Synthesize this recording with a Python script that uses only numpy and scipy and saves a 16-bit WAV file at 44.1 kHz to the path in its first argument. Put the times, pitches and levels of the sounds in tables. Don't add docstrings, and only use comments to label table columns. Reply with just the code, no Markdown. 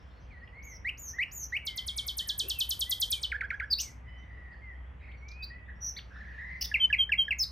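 import sys
import numpy as np
from scipy import signal
from scipy.fft import rfft, irfft, next_fast_len
from scipy.io import wavfile
from scipy.ndimage import uniform_filter1d, map_coordinates

SR = 44100
rng = np.random.default_rng(int(sys.argv[2]) if len(sys.argv) > 2 else 0)


def unload_audio(sound):
    columns = np.transpose(np.atleast_2d(sound))
    steps = np.round(np.clip(columns, -1, 1) * 32767)
    wavfile.write(sys.argv[1], SR, steps.astype(np.int16))


N = 331191

# time of the bend in seconds, level in dB, top pitch in Hz, gain at the top in dB,
# end pitch in Hz.
SWEEP_RUN = [ (1.671, -30.5, 13200, -10, 2990), (1.7783, -30, 13200, -10, 3050),
             (1.882, -30.5, 11500, -6, 3110), (1.983, -29.5, 11500, -5, 3090),
             (2.0841, -29.5, 13600, -6, 3050), (2.1885, -29, 13100, -3, 3020),
             (2.293, -26, 13200, -8, 3080), (2.398, -26.5, 13100, -4, 3050),
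             (2.503, -27.5, 13100, -1, 3020), (2.6068, -26.5, 12800, -1, 2990),
             (2.711, -28, 12900, 2, 3000), (2.8126, -27, 13000, -1, 3050), (2.915, -26, 13200, 1, 3110),
             (3.0192, -24, 13100, -2, 3080), (3.1228, -24, 12900, -4, 3050),
             (3.234, -27.5, 9000, -15, 2950), ]
# frequency in Hz, left minus right level in dB.
PAN_DB = [(1000, -1.5), (1550, -4.5), (2100, 0), (4000, 0)]
# frequency in Hz, phase lead of left over right in radians.
LEFT_LEAD_RAD = [(2000, -.1), (3100, .7), (4700, .4), (5200, .05), (6800, .15), (7400, 3.1), (8000, 5.9),
                 (8700, 6.2), (10000, 4.1), (11200, 3.1), (13000, 1.4), (14000, .1)]


def nightingale():
    song = np.zeros(N)
    for start_s, name, db, pitch_factor in phrases():
        add(song, start_s, amp(db) * syllable(name, pitch_factor))
    for bend_s, db, top_hz, top_db, end_hz in SWEEP_RUN:
        add(song, bend_s - SWEEP_LEAD_S, amp(db) * downsweep(top_hz, top_db, end_hz))
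    sides = np.array([[1], [-1]]) / 2
    side_echo = scattered(song, THICKET_T60_S, wet_db=-17, build_s=.003)[:N] - song
    direction = lambda hz: amp(sides * along(PAN_DB, hz)) * np.exp(1j * sides * along(LEFT_LEAD_RAD, hz))
    return sides * side_echo + filtered(song, direction)


# see start in seconds, see level in dB, see pitch factor, whit start in seconds,
# whit level in dB.
SEE_WHITS = [(.62, -52.5, .93, .842, -30), (.97, -43, .98, 1.18, -27.5), (1.309, -40.5, .995, 1.518, -29)]
# start in seconds, level in dB, pitch factor.
LOW_CHUCKS = [(3.317, -29.5, 1.03), (3.408, -29, .99), (3.5034, -30.5, .99), (3.598, -29.5, 1.0)]
# start in seconds, syllable, level in dB, pitch factor.
CALLS = [ (.474, "tick", -54, .58), (3.699, "tee", -23.7, 1.005), (3.78, "scrape", -32, 1.0),
         (3.783, "skirl", -35, 1.0), (5.115, "tick", -58, .6), (5.283, "tick", -52, 1.05),
         (5.313, "tick", -51, 1.03), (5.422, "squeak", -38.5, 1.0), (5.423, "rise", -42, .994),
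         (5.801, "shiver", -35.5, 1.0), (5.961, "arch", -39, 1.0), (5.961, "arch", -46.5, .5),
         (6.608, "rasp", -28.5, 1.0), (6.608, "rasp", -42, .55), (6.638, "rasp", -32, .99),
         (6.639, "rasp", -41, .67), ]
# tew start in seconds, tew level in dB, long syllable, its delay in seconds, its level in dB.
CLOSING_MOTIFS = [(6.7405, -22, "swell", .055, -19.5), (6.9265, -21, "flute", .055, -20),
                  (7.1185, -22, "flute", .058, -20.5), (7.3065, -23.5, "teeoo", .076, -24.5)]
PIP_LEAD_S, PIP_DB = .0265, -30.5


def phrases():
    notes = CALLS + [(start_s, "chuck", db, pitch_factor) for start_s, db, pitch_factor in LOW_CHUCKS]
    for see_s, see_db, pitch_factor, whit_s, whit_db in SEE_WHITS:
        notes += [(see_s, "see", see_db, pitch_factor), (whit_s, "whit", whit_db, 1)]
    for tew_s, tew_db, long_note, delay_s, long_db in CLOSING_MOTIFS:
        notes.append((tew_s - PIP_LEAD_S, "pip", PIP_DB, 1))
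        notes.append((tew_s, "tew", tew_db, 1))
        notes.append((tew_s + delay_s, long_note, long_db, 1))
    return notes


PITCH_PATHS_HZ = { "whit": [(0, 1300), (.008, 1850), (.037, 2270), (.048, 2580), (.054, 3000),
                  (.064, 1550)], "see": [(0, 3500), (.01, 6400), (.028, 7250), (.1, 6430), (.166, 5750)],
                  "chuck": [(0, 2500), (.01, 1630), (.018, 1300), (.029, 1560), (.046, 1720), (.055, 1300)],
                  "tee": [(0, 5000), (.035, 4480), (.045, 3600)], "scrape": [(0, 4400), (.025, 6200),
                  (.044, 5200)], "skirl": [(0, 2450), (.018, 3100), (.04, 9300)], "squeak": [(0, 4600),
                  (.016, 4800), (.036, 4600)], "rise": [(0, 3600), (.034, 4750)], "shiver": [(0, 5850),
                  (.108, 5900)], "arch": [(0, 3100), (.014, 4700), (.025, 4050), (.037, 2350)],
                  "rasp": [(0, 4600), (.011, 5600), (.024, 4700)], "tick": [(0, 5300), (.012, 3900)],
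                  "pip": [(0, 1920), (.006, 1680), (.017, 1680)], "tew": [(0, 2900), (.012, 2400),
                  (.03, 1900)], "flute": [(0, 3290), (.03, 3160), (.068, 3090)], "swell": [(0, 3210),
                  (.035, 3085), (.072, 3020)], "teeoo": [(0, 7400), (.018, 5300), (.046, 5030),
                  (.062, 3450)], }
VOICING = { "whit": (.014, .009, 3, -34.5, -10.5), "see": (.012, .032, 13, -25, -8),
           "chuck": (.002, .008, -4, -33, -11.5), "tee": (.018, .008, 8, -38, -9),
           "scrape": (.007, .012, 1, -24, -4.5), "skirl": (.009, .006, 1, -22, -6),
           "squeak": (.01, .011, 0, -39.5, -8.5), "rise": (.01, .01, 0, -35, -8),
           "shiver": (.035, .025, 6, -28.5, -3.5), "arch": (.008, .007, 0, -37, -8.5),
           "rasp": (.008, .005, 3, -19, -7.5), "tick": (.002, .006, 0, -36, -5.5),
           "pip": (.002, .007, 0, -32.5, -12), "tew": (.003, .008, -7, -37, -11),
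           "flute": (.024, .016, -14, -39, -13.5), "swell": (.014, .021, 14, -38, -17),
           "teeoo": (.022, .009, -3, -28.5, -8.5), }
TRILLS = { "see": (290, .05, .02), "tee": (165, .05, .012), "shiver": (65, .05, .028),
          "scrape": (420, .09, .06), "skirl": (420, .05, .04), "rasp": (430, .11, .055),
          "tick": (450, .22, .16), "arch": (500, .02, .035), }
NO_TRILL = (0, 0, .0015)


def syllable(name, pitch_factor):
    path_s, path_hz = np.transpose(PITCH_PATHS_HZ[name])
    attack_s, release_s, crescendo_db, overtone_db, echo_db = VOICING[name]
    t = np.arange(0, path_s[-1], 1 / SR)
    glide_hz = pitch_factor * uniform_filter1d(np.interp(t, path_s, path_hz), size=90, mode="nearest")
    gain = envelope(t, attack_s, release_s) * amp(crescendo_db * (t / t[-1] - .5))
    note = gain * syrinx(glide_hz, TRILLS.get(name, NO_TRILL), overtone_db, fall_db=6.5)
    return scattered(note, THICKET_T60_S, wet_db=echo_db, build_s=.003)


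SWEEP_LEAD_S, SWEEP_TAIL_S = .022, .035
TOP_AT_S, TOP_SAG_S, TOP_GRIP = -.017, .07, 2.8
BEND_HZ, RELAX_S = 1800, .0057
FULL_HZ, THIN_HZ, THIN_DB = 4400, 7000, -5


def downsweep(top_hz, top_db, end_hz):
    t = np.arange(-SWEEP_LEAD_S, SWEEP_TAIL_S, 1 / SR)
    fall_hz = BEND_HZ * np.exp(-t / RELAX_S)
    held_hz = (top_hz - end_hz) * np.exp((TOP_AT_S - t) / TOP_SAG_S)
    glide_hz = end_hz + (fall_hz ** -TOP_GRIP + held_hz ** -TOP_GRIP) ** (-1 / TOP_GRIP)
    mid_db = min(THIN_DB, top_db)
    db = np.interp(glide_hz, [FULL_HZ, THIN_HZ, .8 * top_hz, .9 * top_hz], [0, mid_db, mid_db, top_db])
    gain = amp(db) * envelope(t, attack_s=.008, release_s=.024)
    note = gain * syrinx(glide_hz, trill=(0, 0, .004), overtone_db=-32, fall_db=7)
    return scattered(note, THICKET_T60_S, wet_db=-8, build_s=.003)


# overtone frequency in Hz, gain in dB.
BRIGHTNESS_DB = [(3000, 2), (6500, -10), (9000, -3.5), (11000, -1.5), (12500, 6), (14300, 15), (16000, 2)]
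# pitch in Hz, gain in dB.
THROAT_DB = [(1250, -17), (1450, -9), (1650, -1.5), (2000, 0)]


def syrinx(glide_hz, trill, overtone_db, fall_db):
    trill_hz, depth, roughness = trill
    t = np.arange(len(glide_hz)) / SR
    flutter = depth * np.sin(2 * np.pi * trill_hz * t) + roughness * wobble(1100, len(t))
    hz = glide_hz * (1 + flutter * np.linspace(.2, 1, len(t)))
    phase = phase_rad(hz)
    tone = np.sin(phase)
    for k in range(2, 8):
        weight = amp(overtone_db - fall_db * (k - 3) + along(BRIGHTNESS_DB, k * np.abs(hz)))
        tone += weight * (k * hz < SR / 2) * np.sin(k * phase)
    shimmer_db = 1.3 * wobble(140, len(t))
    return tone * amp(along(THROAT_DB, glide_hz) + shimmer_db)


# frequency in Hz, T60 in seconds.
THICKET_T60_S = [(1500, 0.2573), (3000, 0.2132), (6000, 0.2403), (12000, 0.29), (16000, 0.058)]
WOODS_T60_S = [(1500, 0.93), (3000, 0.55), (8000, 0.389)]


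def scattered(sound, t60_s, wet_db, build_s):
    hz, t, noise = signal.stft(rng.standard_normal(SR // 2), SR, nperseg=256)
    decay = amp(-60 * t / along(t60_s, hz)[:, None])
    tail = signal.istft(noise * decay, SR, nperseg=256)[1]
    tail *= 1 - np.exp(-(np.arange(len(tail)) / SR / build_s) ** 2)
    response = amp(wet_db) * tail / np.linalg.norm(tail)
    response[0] = 1
    return signal.fftconvolve(sound, response)


# start in seconds, length in seconds, start, middle and end pitch in Hz, level in dB,
# burr depth as a share of the pitch.
FAR_SLURS = [ (.299, .095, 2600, 1990, 1990, -52, .007), (.411, .042, 1797, 1903, 2023, -45, .005),
             (.521, .23, 1950, 2230, 1930, -49, .02), (1.126, .0855, 1650, 2034, 2039, -47.5, .005),
             (1.607, .22, 2340, 2110, 2030, -49, .008), (1.896, .193, 2170, 2246, 2142, -53, .019),
             (2.192, .054, 1633, 1850, 2305, -51.5, .016), (2.244, .1025, 2098, 1684, 1760, -52.5, .008),
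             (2.42, .15, 2600, 2741, 2803, -51, .06), (2.548, .064, 2778, 2648, 2467, -43, .005),
             (2.86, .069, 1887, 2014, 1974, -47, .004), (3.103, .101, 2417, 2448, 2138, -48, .006),
             (3.818, .096, 2400, 2201, 1941, -52, .034), (4.035, .56, 2010, 1960, 1870, -53.5, .035),
             (4.072, .18, 2987, 3030, 3028, -61, .007), (4.612, .139, 2129, 2027, 1777, -46.5, .008),
             (4.999, .166, 2060, 2230, 2280, -51, .1), (5.217, .233, 2158, 2422, 2559, -48.5, .007),
             (5.493, .13, 1860, 1975, 1880, -46, .02), (5.673, .059, 1727, 1859, 1680, -46.5, .05),
             (6.099, .34, 1543, 1817, 1839, -48, .075), (6.368, .212, 1854, 1945, 2034, -41.5, .056), ]
BURR_HZ, SLUR_SWELL_DB_PER_S, SLUR_FADE_S = 105, 10, .017


def far_bird():
    song = np.zeros(N)
    for start_s, length_s, start_hz, mid_hz, end_hz, db, burr in FAR_SLURS:
        t = np.arange(int(length_s * SR)) / SR
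        ripple = .6 * np.sin(2 * np.pi * BURR_HZ * t) + .9 * wobble(400, len(t))
        glide_hz = np.polyval(np.polyfit([0, .5, 1], [start_hz, mid_hz, end_hz], 2), t / length_s)
        phase = phase_rad(glide_hz * (1 + burr * ripple))
        tone = np.sin(phase) + .6 * burr * np.sin(2 * phase)
        swell_db = SLUR_SWELL_DB_PER_S * (t - length_s / 2)
        flicker_db = 2.5 * wobble(60, len(t))
        gain = amp(db + swell_db + flicker_db) * envelope(t, SLUR_FADE_S, SLUR_FADE_S)
        add(song, start_s, gain * tone)
    stereo = [scattered(song, WOODS_T60_S, wet_db=-6.5, build_s=.0076)[:N] for _ in range(2)]
    return np.array(stereo) * amp([[-2.5], [-1.5]])


def small_birds(chirps_per_s, db):
    chirps = np.zeros(N)
    t = np.arange(int(.045 * SR)) / SR
    for when, octave, slope, faintness in rng.random((int(chirps_per_s * N / SR), 4)):
        glide_hz = 3000 * 2 ** (octave + 12 * (slope - .5) * t)
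        hz = glide_hz * (1 + .025 * wobble(400, len(t)))
        chirp = np.sin(phase_rad(hz)) * np.hanning(len(t))
        add(chirps, when * N / SR, amp(db - 8 * faintness) * chirp)
    return scattered(chirps, WOODS_T60_S, wet_db=1, build_s=.0084)[:N]


# centre in seconds, half length in seconds, level in dB.
ENGINE_OVERTONE_SWELLS = [(6.3, .4, -64), (7.2, .6, -64)]
# frequency in Hz, relative noise density in dB.
RUMBLE_SPECTRUM_DB = [(15, -56), (25, -27), (40, -9), (59, -0.5), (72, -2), (86, -9.5), (108, -12.5),
                      (173, -22), (204, -19.5), (300, -28.5), (390, -55.5), (660, -120)]
FIRING_HZ, OVERTONE_HZ, RUMBLE_DB = 62.4, 180, -53
DRONE_START_DB, DRONE_RISE_DB_PER_S, DRONE_FULL_DB = -56.5, 1.8, -48


def engine():
    drone_db = np.minimum(DRONE_START_DB + DRONE_RISE_DB_PER_S * np.arange(N) / SR, DRONE_FULL_DB)
    drone = amp(drone_db + 1.2 * wobble(3.7, N)) * wavering_tone(FIRING_HZ, wander_hz=.6, knots_per_s=4)
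    overtone_gain = swells(ENGINE_OVERTONE_SWELLS) * amp(3 * wobble(6.6, N))
    overtone = overtone_gain * wavering_tone(OVERTONE_HZ, wander_hz=.71, knots_per_s=4)
    rumble = amp(RUMBLE_DB + .8 * wobble(5, N)) * rush(RUMBLE_SPECTRUM_DB, patchy_db=.5)
    return drone + overtone + rumble


# centre in seconds, half length in seconds, level in dB.
FAR_WHINE_SWELLS = [(.55, .55, -74), (3.3, .4, -72)]


def whine():
    gain = swells(FAR_WHINE_SWELLS) * amp(2.4 * wobble(8, N))
    return gain * wavering_tone(hz=495, wander_hz=7, knots_per_s=12)


def rustle(centre_s, half_s, db):
    spectrum_db = [(150, -36.5), (400, 4), (600, -4), (900, -10), (2000, -42.5), (5000, -65.5)]
    return swells([(centre_s, half_s, db)]) * rush(spectrum_db, patchy_db=7)


# frequency in Hz, relative noise density in dB.
AIR_SPECTRUM_DB = [(25, -35), (40, -17), (60, -0.5), (120, -8.5), (200, -18), (320, -21.5), (1000, -22),
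                   (2000, -26.5), (3200, -37), (4200, -55), (6300, -56.5), (9000, -61.5), (16000, -76)]
TWITTER_SPECTRUM_DB = [(1200, -23.5), (2000, 7.5), (3500, -5), (5500, -7), (7000, -22.5), (9000, -31)]
# centre in seconds, half length in seconds, level in dB.
TWITTER_SWELLS = [(.05, .3, -68), (2, 1.6, -80), (4.3, .55, -78), (6.4, .4, -63)]


def outdoors():
    air = amp(-54.5) * rush(AIR_SPECTRUM_DB, patchy_db=.84)
    twitter = swells(TWITTER_SWELLS) * rush(TWITTER_SPECTRUM_DB, patchy_db=4.5)
    return air + twitter


# frequency in Hz, left-right correlation.
STEREO_CORRELATION = [(60, 0.946), (150, 0.854), (380, 0.554), (950, 0.01), (2380, 0.48), (5980, 0.97),
                      (15000, 0.47)]


def rush(spectrum_db, patchy_db):
    noise = signal.stft(rng.standard_normal((2, N)), nperseg=512)[2]
    patches = uniform_filter1d(rng.standard_normal(noise.shape[1:]), size=6, axis=0)
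    patches = uniform_filter1d(patches, size=14, axis=1)
    pair = signal.istft(noise * amp(patchy_db * unit(patches)), nperseg=512)[1][:, :N]

    def mid_side_gains(hz):
        width_rad = np.arccos(np.clip(along(STEREO_CORRELATION, hz), -1, 1)) / 2
        return amp(along(spectrum_db, hz)) * [np.cos(width_rad), np.sin(width_rad)]

    mid, side = filtered(pair, mid_side_gains)
    return unit(np.array([mid + side, mid - side]))


def wavering_tone(hz, wander_hz, knots_per_s):
    return unit(np.sin(phase_rad(hz + wander_hz * wobble(knots_per_s, N))))


def swells(rows):
    t = np.arange(N) / SR
    return sum(amp(db) * np.exp(-((t - centre_s) / half_s) ** 2) for centre_s, half_s, db in rows)


def envelope(t, attack_s, release_s):
    ramp = lambda share: np.sin(np.pi / 2 * np.clip(share, 0, 1)) ** 2
    return ramp((t - t[0]) / attack_s) * ramp((t[-1] - t) / release_s)


def amp(db):
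    return 10 ** (np.asarray(db) / 20)


def unit(x):
    return x / np.sqrt(np.mean(x ** 2) + 1e-20)


def along(points, hz):
    points_hz, values = np.transpose(points)
    return np.interp(np.log(hz + 1), np.log(points_hz + 1), values)


def wobble(knots_per_s, size):
    knots = rng.standard_normal(int(size * knots_per_s / SR) + 4)
    return map_coordinates(knots, [np.arange(size) * knots_per_s / SR])


def phase_rad(hz):
    return 2 * np.pi * np.cumsum(hz) / SR


def filtered(x, response):
    size = next_fast_len(N + SR // 2)
    return irfft(rfft(x, size) * response(np.fft.rfftfreq(size, 1 / SR)), size)[..., :N]


def add(track, start_s, sound):
    room = track[max(round(start_s * SR), 0):][:len(sound)]
    room += sound[:len(room)]


def scene():
    birds = nightingale() + far_bird() + small_birds(chirps_per_s=10, db=-71)
    return birds + engine() + whine() + outdoors() + rustle(centre_s=2.46, half_s=.035, db=-55)


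CUTOFF_HZ = 16100


def record(dry):
    return filtered(dry, lambda hz: hz < CUTOFF_HZ)


dry = scene()
out = record(dry)
unload_audio(out)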